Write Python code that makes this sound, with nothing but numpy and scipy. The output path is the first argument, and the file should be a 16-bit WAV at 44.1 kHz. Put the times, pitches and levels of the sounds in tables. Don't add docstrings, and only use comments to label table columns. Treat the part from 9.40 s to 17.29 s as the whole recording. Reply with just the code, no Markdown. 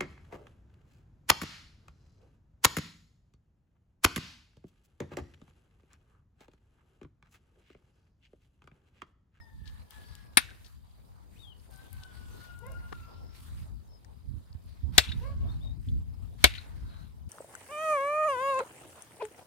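import sys
import numpy as np
from scipy import signal
from scipy.fft import rfft, irfft, next_fast_len
from scipy.io import wavfile
from scipy.ndimage import uniform_filter1d, map_coordinates

SR = 44100
rng = np.random.default_rng(int(sys.argv[2]) if len(sys.argv) > 2 else 0)


def gain_from_db(level_db):
    decades = np.asarray(level_db, float) / 20
    return 10 ** decades


def to_wav(sig):
    pcm = np.clip(np.atleast_2d(sig), -1, 1) * 32767
    pcm = np.round(pcm).astype(np.int16)
    wavfile.write(sys.argv[1], SR, pcm.T)


N = 347949
T = np.arange(N) / SR

# time in seconds, peak in dB, left-right in dB, thigh thump in dB, slap-back in dB.
BLOWS = [
    (0.9725, -6, 9, -40, -50),
    (5.5808, -1.5, 6.5, -19.5, -32),
    (7.042, -2.5, 6, -16.5, -37),
]
# frequency in Hz, level in dB, t60 in seconds.
STONE_MODES = [
    [(1002, -16, 0.024), (1500, -11, .03), (1675, -1.5, 0.037), (1945, -9, .03), (2300, -4, .03),
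     (2600, -10.5, 0.06), (3450, -6.5, 0.033), (3760, -8, 0.038), (4360, -11, 0.039), (5960, -19, .04),
     (9400, 2.5, .05), (13080, -14.5, .045), (14930, -13.5, .022)],
    [(1503, -5.5, .05), (1950, -7.5, .05), (2220, -10, 0.029), (2691, -7.5, 0.056), (3430, -7, .045),
     (3410, -1.5, .04), (3830, -7.5, 0.034), (4405, -10.5, .035), (4740, -12, .035), (5620, -12.5, 0.026),
     (7704, -14.5, .04), (8440, -14.5, .05), (12990, -18, .032)],
    [(1498, -8.5, 0.049), (1640, -10.5, 0.044), (1950, -12, .04), (2208, -3.5, .04), (2690, -11, 0.075),
     (3286, -7, 0.036), (3476, -1, .05), (3975, -9.5, 0.036), (4060, -9, .04), (4680, -8, 0.057),
     (5480, -14, .05), (8200, -18, 0.089), (10070, -18, 0.041), (12300, -23.5, 0.053)],
]
# frequency in Hz, density in dB per Hz.
CRACK_SPECTRA = [
    [(88, -55), (250, -13), (500, -20), (1160, -10), (1680, -4.5), (2000, -7.5), (2400, -5.5), (2910, -14),
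     (3470, -6), (7600, -23), (9440, -10.5), (10400, -27), (13400, -16), (16400, -46)],
    [(160, -36), (280, -25), (420, -16), (1130, -21), (1500, -12), (3060, -13), (3520, -4.5), (4110, -10),
     (5600, -12.5), (6850, -21), (7520, -9.5), (9500, -22.5), (13000, -23), (15100, -27), (16400, -43)],
    [(180, -44.5), (300, -14), (500, -16), (720, -18.5), (968, -16), (1520, -16.5), (1950, -13), (2270, -7),
     (2600, -18), (3630, -6.5), (5420, -18.5), (8950, -21), (12700, -23), (14800, -30), (16400, -49)],
]
CRUSH_S = [0.004, 0.0035, .005]
# frequency in Hz, level over the thump in dB, t60 in seconds.
THIGH_MODES = [(330, 7.5, 0.012), (444, 4, 0.051), (617, 5.5, 0.063), (700, 9, 0.049)]
# frequency in Hz, level in dB.
GRIT_SPECTRUM = [(600, -29), (1400, -9.5), (1900, -11.5), (2600, -1), (3200, -7.5), (3800, -2.5),
                 (4500, -11), (6500, -17), (12000, -24.5), (16000, -39)]
LEAD_S, LEAD_DB = .0013, -20.5
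# delay in seconds, level in dB.
WALLS = [(.035, -40), (.078, -44), (.1, -48)]
# frequency in Hz, t60 in seconds.
YARD_T60 = [(300, 0.055), (1500, 0.95), (3500, 0.14), (6000, 0.13), (12000, 0.039)]
# frequency in Hz, level in dB.
ECHO_COLOUR = [(300, -17), (1000, -13.5), (2000, -3.5), (3800, -1.5), (4600, -4.5), (6000, -12),
               (9000, -16.5), (16000, -32)]
# frequency in Hz, gain in dB.
PORT_SHADE = [(250, 15), (500, 6), (1100, 2), (1800, 6), (2600, 4.5), (3300, 1.5), (4300, -0.23),
              (9000, -2)]
# frequency in Hz, phase in radians.
PORT_LAG = [(250, -2.5), (800, -2), (1600, -1.5), (2500, -1.28), (3300, 1.04), (5000, 1.63), (8000, 1.93),
            (12000, 0.8)]

# time in seconds, peak in dB, centre in Hz, t60 in seconds,
# left-right in dB.
TAPS = [(0.001, -44, 1500, 0.011, -1), (0.255, -60.5, 3880, 0.21, 19), (0.275, -52.5, 3460, 0.081, 23),
        (0.508, -56, 3930, 0.055, 21), (.752, -44.5, 4400, 0.015, 19), (1.245, -54.5, 4170, 0.082, 17),
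        (1.262, -54.5, 4164, 0.092, 16), (3.5215, -44, 899, .04, 7), (3.5205, -32.5, 343, 0.035, 16.5),
        (2.6345, -43, 3848, 0.018, 22), (3.5256, -26.5, 1120, 0.02, 18), (3.527, -47, 3620, 0.019, 14),
        (4.646, -57, 5920, 0.018, 25), (7.12, -39, 2600, 0.019, 6), (7.138, -38, 2800, 0.018, 23),
        (7.152, -45, 2800, 0.13, 22)]
# time in seconds, peak in dB, centre in Hz, t60 in seconds, left-right in dB.
CLINKS = [
    (2.197, -54, 4780, 0.017, 11),
    (4.646, -56, 1757, 0.032, 18),
    (5.128, -48.5, 4590, 0.018, 5.9),
    (6.485, -48, 3560, 0.054, 9.1),
]
# time in
# seconds, peak in dB, centre in Hz, t60 in seconds,
FLAKES = [(1.002, -38, 1620, .04, 13), (1.024, -44, 1500, .06, 18), (1.051, -57, 2380, .03, 17),
          (1.069, -56, 2650, 0.028, 9), (1.085, -41.5, 1640, 0.044, 12), (1.109, -45, 1500, 0.073, 12),
          (1.115, -54, 3790, 0.027, 11), (1.171, -54, 1500, 0.031, 15), (5.606, -30.5, 2590, 0.035, 11),
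          (5.638, -32.5, 3700, 0.045, 19), (5.659, -37, 2500, .03, 8), (5.67, -42.5, 3570, 0.077, 17),
          (5.678, -41, 2640, 0.033, 18), (5.689, -37, 3880, 0.079, 10), (5.693, -43, 2850, 0.068, 19),
          (5.7155, -42, 1650, 0.042, 15), (5.7, -44, 3500, .03, 6), (5.72, -35, 3730, 0.07, 14),
          (7.071, -32, 2686, .04, 16), (7.104, -41, 3900, .03, 18), (7.149, -43, 3660, 0.036, 14),
          (7.158, -44, 2700, .03, 6), (7.1765, -37, 2300, .03, 8), (7.181, -39, 1510, 0.035, 14),
          (7.182, -43, 4020, 0.089, 18)]
# time in seconds, peak in dB, centre in Hz.
TICKS = [(0.5065, -38, 12800), (0.7526, -40.5, 9000), (2.31, -48, 11200), (2.339, -50, 9300),
         (2.361, -45, 7600), (2.3759, -46, 12400), (2.5292, -34.5, 12400), (3.039, -49.5, 8400),
         (3.1898, -43.5, 9070), (3.266, -42, 9150), (3.3187, -39.5, 9050)]
TICK_T60_S, TICK_PAN_DB = 0.0079, 16.5
TAP_WIDE, CLINK_WIDE, FLAKE_WIDE = 0.7, 0.2, .11

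# start in seconds, length in seconds, level in dB,
# bright hiss over dull rub in dB.
MOVES = [(0.246, 0.2, -71.5, -3.5), (0.507, 0.1, -64.5, -0.5), (0.598, 0.27, -69.5, -6),
         (1.0, 0.35, -73, 1.5), (1.915, 0.15, -77.5, 4), (2.15, .15, -80.5, 3), (2.309, 0.21, -69.5, -1),
         (2.519, 0.2, -68, -2.5), (2.724, 0.17, -68.5, -3), (2.867, 0.19, -68.5, -1.5),
         (3.003, 0.067, -63.5, -9), (3.07, 0.62, -73.5, -2), (3.479, 0.68, -74.5, -15),
         (3.932, 0.34, -68, -0.5), (5.277, 0.22, -76, -22), (5.548, 0.39, -69.5, -6.5),
         (5.851, 0.47, -75, -24.5), (6.4, 0.23, -77.5, 1.5), (6.818, 0.078, -78, -1),
         (7.013, 0.32, -68.5, -2.5), (7.298, 0.36, -71.5, -9)]
MOVE_EDGE_S = .035, 0.14
STILL_DB = -80.5
# frequency in Hz, level in dB.
RUB_SPECTRUM = [(400, -25.5), (1000, 0.5), (2500, -3.5), (4500, -3), (6000, -13), (9000, -26)]
# frequency in Hz, level in dB.
HISS_SPECTRUM = [(3500, -26.5), (6000, -3), (9000, 3.5), (13000, 0), (15600, -2), (16200, -32)]
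# end of the arm's swing in seconds, level in dB.
SWISHES = [
    (.97, -72.5),
    (5.581, -53.5),
    (7.041, -54.5),
]
# start in seconds, length in seconds, first pitch in Hz, last pitch in Hz,
# level in dB.
AIRY_NOTES = [(3.55, .55, 4800, 5450, -75), (2.14, .3, 9330, 9310, -79), (2.55, .17, 9330, 9300, -79),
              (.6, .2, 4620, 4750, -72), (.63, .13, 5600, 5620, -77), (7.42, .3, 3950, 4120, -72),
              (7.35, .36, 1420, 1380, -71), (2.89, .08, 6000, 6300, -75), (2.84, .16, 7000, 7800, -79)]
EDGE_SHARE, EDGE_DB = .3, 14

# time in seconds, level in dB.
BREEZE = [(0, -49), (.3, -48), (1.5, -51.5), (2.25, -50), (2.9, -43.5), (4.3, -44), (4.7, -47),
          (5.4, -46.5), (5.85, -39), (6.0, -33.5), (6.7, -37), (7.2, -39.5), (7.89, -45)]
SHELTER_DB = 6
# start in seconds, length in seconds, level in dB, left-right in dB.
GUSTS = [(0.1, 0.24, -56.5, -17.5), (0.958, 0.44, -52.5, 8), (3.246, 0.39, -44.5, -5),
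         (4.119, 0.14, -45, -10), (4.842, 0.15, -42, -13.5), (5.148, 0.051, -45, -12.5),
         (5.43, 0.14, -41, -20.5), (5.677, 0.25, -41, -17.5), (5.951, 0.313, -32.5, -2.5),
         (6.469, 0.13, -30, 1.5), (7.104, 0.08, -53, -18), (7.413, 0.1, -39, 4.5), (7.81, 0.14, -49.5, 7)]
GUST_EDGE_S = .03, .05
# frequency in Hz, level in dB.
WIND_SPECTRUM = [(20, -48.5), (30, -27), (40, -10), (50, 0), (65, -1), (95, -3.5), (140, -14), (250, -22.5),
                 (330, -33), (500, -49.5), (900, -90.5)]
# time in seconds, peak in dB, left-right in dB.
POPS = [(0.217, -31, -18), (.721, -38, 18), (3.729, -44.5, 8), (4.161, -40, -5), (4.851, -35.5, -2),
        (4.88, -32.5, -14), (4.939, -32, -21), (5.105, -36, -17), (5.15, -25.5, -17.5),
        (5.254, -37.5, -16.5), (5.432, -26, -15), (5.46, -27, -20), (5.757, -28, -12), (5.92, -27, -8),
        (6.08, -38, -5), (6.17, -28, -9), (6.471, -29, 3.5), (6.546, -23, 7)]
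POP_HZ, POP_WIDE_HZ, POP_EDGE_HZ = 73, 54.4, 320

# time in seconds, middle pitch in Hz, level in dB.
BARKS = [
    (3.197, 530, -52),
    (5.795, 555.2, -51),
]
# frequency in Hz, level in dB.
MUZZLE = [(300, -10), (550, -1), (1100, -1), (1650, -11), (2200, -13), (2700, -24), (4000, -50)]
BARK_S, BARK_RISE, BARK_BEND = .165, 0.22, 0.49
BARK_OPEN_DB, BARK_ECHO_S = 15, .195
CHEST_HZ = (660, 615)
CHEST_DB = -9
# start in seconds, length in seconds, first pitch in Hz, last pitch in Hz, level in dB.
BIRD_NOTES = [(0, 0.052, 5420, 4900, -67.5), (4.473, 0.13, 5430, 4960, -73),
              (6.075, 0.054, 3530, 3800, -65), (6.111, 0.02, 4230, 4280, -67.5),
              (6.133, 0.017, 3900, 4050, -68), (6.135, .03, 3600, 3680, -76),
              (6.159, .018, 3820, 4000, -71), (6.205, 0.042, 3390, 3840, -67),
              (6.228, 0.075, 3830, 3650, -63), (6.269, 0.071, 3820, 3800, -71)]
# time in seconds, pitch in Hz, level in dB.
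CHIRP = [(1.958, 2333, -75.5), (1.97, 2604, -69), (1.99, 3610, -68), (2.004, 3800, -63.5),
         (2.025, 3720, -62), (2.06, 3290, -62.5), (2.1, 3174, -64), (2.12, 3006, -61.5),
         (2.138, 2850, -69.5)]
# time in seconds, pitch in Hz, level in dB.
WHINE_PASSES = [
    [(0, 1860, -62.5), (.06, 1820, -69), (.1, 1820, -72), (.2, 1764, -73.5), (.3, 1790, -65),
     (.34, 1780, -80)],
    [(0, 1752, -74), (.13, 1778, -68), (.17, 1744, -74.5), (.26, 1718, -62.5), (.36, 1690, -81)],
    [(.47, 1718, -77), (.57, 1721, -61.5), (.62, 1698, -66.5), (.8, 1655, -66.5), (.9, 1650, -78),
     (.96, 1550, -83)],
    [(2.3, 1553, -72), (2.37, 1547, -61.5), (2.45, 1548, -69), (2.56, 1540, -67), (2.65, 1500, -55.5),
     (2.78, 1483, -64), (2.9, 1455, -69), (3.0, 1464, -61.5), (3.11, 1430, -54.5), (3.22, 1434, -61),
     (3.3, 1412, -55.5), (3.5, 1421, -63), (3.63, 1348, -58), (3.75, 1375, -66.5), (4.1, 1322, -78)],
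]
# multiple of the pitch, level in dB, dB lost per share of pitch lost.
WHINE_ORDERS = [(.5, -5, 240), (1, 0, 0), (2, -17, 0)]
FLUTTER_DB = 1.4

# time in seconds, level in dB.
MURMUR = [(0.0, -73.5), (0.5, -72), (1.1, -71.5), (1.6, -75.5), (2.26, -74), (2.45, -69), (3.43, -65.5),
          (4.5, -72), (5.25, -75), (5.6, -65), (6.1, -66.5), (6.4, -75), (7.29, -69.5), (7.89, -73.5)]
# frequency in Hz, level in dB.
ROAD_SPECTRUM = [(120, -2), (250, -2.5), (600, -5), (1000, -7.5), (1400, -17.5), (2500, -29.5)]
# pitch in Hz, pulses a second, level in dB.
CRICKETS = [(4850, 31, -87), (3800, 29, -90), (3100, 27, -93)]
# frequency in Hz, level in dB.
AIR_SPECTRUM = [(88, -32.5), (150, -2), (348, -15.5), (422, -4), (637, -17.5), (871, -3.5), (2360, -26),
                (3100, -18), (4860, -14), (5680, -26.5), (16000, -24)]
AIR_DB, CLOSED_DB = -78.5, -120
TOP_HZ = 16050


def blows():
    out, t = np.zeros((2, N)), np.arange(SR // 2) / SR
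    for blow, modes, crack, crush_s in zip(BLOWS, STONE_MODES, CRACK_SPECTRA, CRUSH_S):
        s, db, pan_db, thump_db, slap_db = blow
        rise = 1 - np.exp(-(t / 0.0004) ** 2)
        ring = gain_from_db(db - 10.0) * ringing(modes, t) + gain_from_db(thump_db - 8.5) * ringing(THIGH_MODES, t)
        hit = rise * (gain_from_db(db - 8.5) * crushing(crack, crush_s, t) + ring)
        add(out, s - .001, ports(hit, pan_db) + rise * crackling_grit(db, t))
        add(out, s - .001 - LEAD_S, ports(gain_from_db(LEAD_DB) * hit, pan_db))
        add(out, s + 0.0025, thigh_thump(thump_db, t) * [[1.2], [.4]])
        add_blow_echoes(out, s, hit[0], db, slap_db, t)
    return out


def crushing(crack, crush_s, t):
    grind = noise(crack, 0.46, n=len(t))
    body = filtered(grind, lambda hz: 1 / (1 + (hz / 5500) ** 6))
    snap_gain = gain_from_db(9.0 - 60 * t / 0.018) + gain_from_db(-10.5 - 60 * t / 0.1)
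    after = np.maximum(t - crush_s, 0)
    body_gain = gain_from_db(-60 * after / 0.035) + gain_from_db(-12.0 - 60 * after / 0.1)
    return (grind - body) * snap_gain + body * body_gain


def ringing(modes, t):
    out = 0
    for hz, db, t60 in modes:
        phase = 2 * np.pi * (hz * t + rng.random()) + 0.31 * wobble(150, len(t))
        out = out + gain_from_db(db - 60 * t / t60) * np.sin(phase)
    return out


def crackling_grit(db, t):
    clumps_db = 3.1 * wobble(46, len(t)) + 2.7 * wobble(900, len(t))
    return gain_from_db(db - 40.5 - 60 * t / .52 + clumps_db) * noise(GRIT_SPECTRUM, .55, n=len(t))


def thigh_thump(thump_db, t):
    return -gain_from_db(thump_db + 6 - 60 * t / .085) * np.sin(2 * np.pi * 66 * t) * (1 - np.exp(-t / .004))


def add_blow_echoes(out, s, hit, db, slap_db, t):
    dull = filtered(hit, lambda hz: gain_from_db(along(ECHO_COLOUR, hz)))
    for delay_s, wall_db in WALLS + [(.1365, slap_db)]:
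        add(out, s + delay_s, ports(gain_from_db(wall_db) * dull, 3 * rng.standard_normal()))
    blur = gain_from_db(db - 11.0 - 60 * t / 0.14) * noise(ECHO_COLOUR, 0.81, n=len(t))[0]
    tail = gain_from_db(-29.5) * echoes(dull, t60_scale=1.0) + gain_from_db(-32.5) * echoes(blur, t60_scale=0.93)
    add(out, s + 0.0097, tail)


def taps():
    out, t = np.zeros((2, N)), np.arange(SR // 8) / SR
    ticks = [row + (TICK_T60_S, TICK_PAN_DB) for row in TICKS]
    for rows, wide in [(TAPS + ticks, TAP_WIDE), (CLINKS, CLINK_WIDE), (FLAKES, FLAKE_WIDE)]:
        for s, db, hz, t60, pan_db in rows:
            band = lambda f: (1j * f * wide * hz / (hz * hz - f * f + 1j * f * wide * hz)) ** 2
            shape = gain_from_db(-60 * t / t60) * (1 - np.exp(-t / .0004))
            burst = unit(filtered(rng.standard_normal(len(t)), band))
            add(out, s, ports(gain_from_db(db - 5.5) * shape * burst, pan_db))
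    return out


def rustle():
    power = sum(gain_from_db([[db], [db + bright_db]]) ** 2 * swell(s, length, *MOVE_EDGE_S)
                for s, length, db, bright_db in MOVES)
    dull, bright = np.sqrt(power + gain_from_db(STILL_DB) ** 2) * gain_from_db(1.5 * wobble(9))
    grain = wobble(50)
    rub_grain = gain_from_db(0.78 * grain + 1.7 * wobble(170))
    rub = unit(rub_grain * patchy(noise(RUB_SPECTRUM, 0.089), depth_db=2.5))
    hiss_grain = gain_from_db(0.75 * grain + 1.5 * wobble(330))
    hiss = unit(hiss_grain * patchy(noise(HISS_SPECTRUM, 0.068), depth_db=2.5))
    swish = sum(gain_from_db(db) * np.interp(T, [s - .06, s - .035, s], [0, .7, 1], right=0) for s, db in SWISHES)
    airy = sum(glide(note(*row), lone_partial, breath=.95, breath_hz=500, waver=.004) for row in AIRY_NOTES)
    return (dull * gain_from_db(5.5) + swish) * rub + (bright * gain_from_db(2.56) + .3 * swish) * hiss + ports(airy, 8.9)


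def wind():
    breeze = gain_from_db(curves(BREEZE)[0] - np.array([[0], [SHELTER_DB]]))
    gust_power = sum(panned(gain_from_db(db), pan_db) ** 2 * swell(s, length, *GUST_EDGE_S)
                     for s, length, db, pan_db in GUSTS)
    lumps = gain_from_db(2.8 * np.array([wobble(14), wobble(14)]) + 1.5 * wobble(25))
    return np.sqrt(breeze ** 2 + gust_power) * unit(lumps * noise(WIND_SPECTRUM, -0.47))


def pops():
    kicks = np.zeros((2, N))
    for s, db, pan_db in POPS:
        add(kicks, s, panned(-gain_from_db([db]), pan_db))

    def boom(f):
        resonance = (1j * f / (POP_HZ ** 2 - f * f + 1j * f * POP_WIDE_HZ)) ** 2
        return resonance * POP_HZ * SR / 9 / (1 + 1j * f / POP_EDGE_HZ) ** 2
    return filtered(kicks, boom)


def whine():
    orders = lambda hz: [(k, db - fade_db * (1 - hz / hz[0])) for k, db, fade_db in WHINE_ORDERS]
    tone = sum(glide(rows, orders, breath=.36, breath_hz=70, waver=.007) for rows in WHINE_PASSES)
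    tone = tone * gain_from_db(FLUTTER_DB * wobble(7))
    return tone * [[1.7], [.4]] + gain_from_db(-9.5) * echoes(tone, t60_scale=1.0)[:, :N]


def dog():
    voice = sum(glide(bark(*row), throat, breath=.33, breath_hz=150, waver=.01) for row in BARKS)
    for s, hz, db in BARKS:
        chest = note(s + .08, BARK_S - .09, *CHEST_HZ, db + CHEST_DB)
        voice = voice + glide(chest, lone_partial, breath=.5, breath_hz=120, waver=.01)
    answered = voice + .25 * np.roll(voice, round(BARK_ECHO_S * SR))
    near = gain_from_db(-10) * echoes(answered, t60_scale=.3)[:, :N]
    high = filtered(voice, lambda hz: 1 / (1 + (800 / (hz + 1)) ** 4))
    tail = gain_from_db(-15.0) * echoes(np.pad(high, (5800, 0)), t60_scale=0.51)[:, :N]
    return voice * [[1.6], [.3]] + near + tail


def throat(hz):
    effort = np.linspace(-1, 1, len(hz)) ** 2
    return [(k, along(MUZZLE, k * hz) - BARK_OPEN_DB * np.sqrt(k - 1) * effort) for k in range(1, 7)]


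def bark(s, hz, db):
    return [(s + u * BARK_S, hz * (1 - BARK_RISE * max(1 - u / BARK_BEND, 0) ** 1.4), db - down)
            for u, down in [(0, 18), (.15, 2.5), (.3, -1.5), (.5, -0.5), (.8, 4.5), (1, 9)]]


def birds():
    tracks = [note(*call) for call in BIRD_NOTES] + [CHIRP]
    song = sum(glide(rows, lone_partial, breath=.3, breath_hz=150, waver=.005) for rows in tracks)
    tail = gain_from_db(-5.5) * echoes(np.pad(song, (900, 0)), t60_scale=1.0)[:, :N]
    return panned(song, 19.5) + tail


def traffic():
    level = gain_from_db(curves(MURMUR)[0] + 6.5 + 2.1 * wobble(3.7))
    return level * patchy(noise(ROAD_SPECTRUM, -0.38), depth_db=4.0)


def crickets():
    out = np.zeros((2, N))
    for hz, rate, db in CRICKETS:
        stroke_phase = 2 * np.pi * np.cumsum(rate * (1 + 0.22 * wobble(5.0))) / SR
        beat = np.maximum(np.sin(stroke_phase), 0) ** 3
        wing_hz = hz * (1 + 0.019 * wobble(4.6) + .02 * wobble(410))
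        wing = np.sin(2 * np.pi * np.cumsum(wing_hz) / SR)
        out += panned(gain_from_db(db + 2.5 * wobble(12)) * unit(beat * wing), rng.normal(0, 3))
    return out


def air():
    return gain_from_db(AIR_DB) * noise(AIR_SPECTRUM + [(16300, CLOSED_DB)], .1)


def ports(x, pan_db):
    left, right = x * np.ones((2, 1))
    response = lambda hz: gain_from_db(along(PORT_SHADE, hz)) * np.exp(-1j * along(PORT_LAG, hz))
    return panned(np.array([left, filtered(right, response)]), pan_db)


def echoes(x, t60_scale):
    hz, t, z = signal.stft(rng.standard_normal((2, SR)), SR, nperseg=256)
    decay = gain_from_db(-60 * t / along(YARD_T60, hz)[:, None] / t60_scale)
    tail = signal.istft(z * decay, SR, nperseg=256)[1]
    return signal.fftconvolve(np.atleast_2d(x), tail / np.linalg.norm(tail[0]), axes=1)


def glide(rows, orders, breath, breath_hz, waver):
    out, span = np.zeros(N), slice(round(rows[0][0] * SR), round(rows[-1][0] * SR))
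    hz, db = [curve[span] for curve in curves(rows)]
    n = len(hz)
    gate = np.clip(np.minimum(T[:n], T[:n][::-1]) / 0.0048, 0, 1)
    phase = 2 * np.pi * np.cumsum(hz * (1 + waver * wobble(50, n))) / SR
    for k, level_db in orders(hz):
        smear = 1 - breath + breath * (wobble(breath_hz, n) + 1j * wobble(breath_hz, n))
        partial = np.imag(smear * np.exp(1j * k * phase))
        out[span] += np.sqrt(2) * gate * gain_from_db(db + level_db) * partial
    return out


def lone_partial(hz):
    return [(1, 0)]


def note(s, length, first_hz, last_hz, db):
    return [(s + u * length, first_hz + u * (last_hz - first_hz), db - down)
            for u, down in [(0, EDGE_DB), (EDGE_SHARE, 0), (1 - EDGE_SHARE, 0), (1, EDGE_DB)]]


def swell(s, length, rise_s, fall_s):
    return np.clip(np.minimum((T - s) / rise_s + .5, (s + length - T) / fall_s + .5), 0, 1) ** 2


def patchy(x, depth_db):
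    z = signal.stft(x, nperseg=512)[2]
    field = uniform_filter1d(rng.standard_normal(z.shape[1:]), size=9, axis=0)
    field = uniform_filter1d(field, size=12, axis=1)
    return signal.istft(z * gain_from_db(depth_db * unit(field)), nperseg=512)[1][:, :N]


def noise(spectrum, alike, n=N):
    a, b = filtered(rng.standard_normal((2, n)), lambda hz: gain_from_db(along(spectrum, hz)))
    turn = np.arccos(np.clip(alike, -1, 1)) / 2
    mid, side = np.cos(turn) * a, np.sin(turn) * b
    return unit(np.array([mid + side, mid - side]))


def wobble(rate_hz, n=N):
    return map_coordinates(rng.standard_normal(int(n * rate_hz / SR) + 4), [T[:n] * rate_hz])


def filtered(x, response):
    n = x.shape[-1]
    m = next_fast_len(n + 4096)
    return irfft(rfft(x, m) * response(np.fft.rfftfreq(m, 1 / SR)), m)[..., :n]


def along(points, hz):
    f, v = np.transpose(points)
    return np.interp(np.log(hz + 1), np.log(f + 1), v)


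def curves(rows):
    s, *cols = np.transpose(rows)
    return [np.interp(T, s, c) for c in cols]


def unit(x):
    return x / np.sqrt(np.mean(x ** 2) + 1e-20)


def panned(x, pan_db):
    return x * gain_from_db(np.array([[.5], [-.5]]) * pan_db)


def add(out, s, x):
    part = out[:, round(s * SR):][:, :x.shape[-1]]
    part += x[..., :part.shape[1]]


def scene():
    work = blows() + taps() + rustle()
    behind = whine() + dog() + birds() + traffic() + crickets() + air()
    return work + wind() + pops() + behind


def top_cut(x):
    return signal.sosfilt(signal.butter(12, 16500, fs=SR, output="sos"), x)


def record(dry):
    clipped = dry / (1 + np.abs(dry) ** 6) ** (1 / 6)
    mix = filtered(clipped, lambda hz: 1 / (1 + (hz / TOP_HZ) ** 80))
    return top_cut(mix)


dry = scene()
out = record(dry)
to_wav(out)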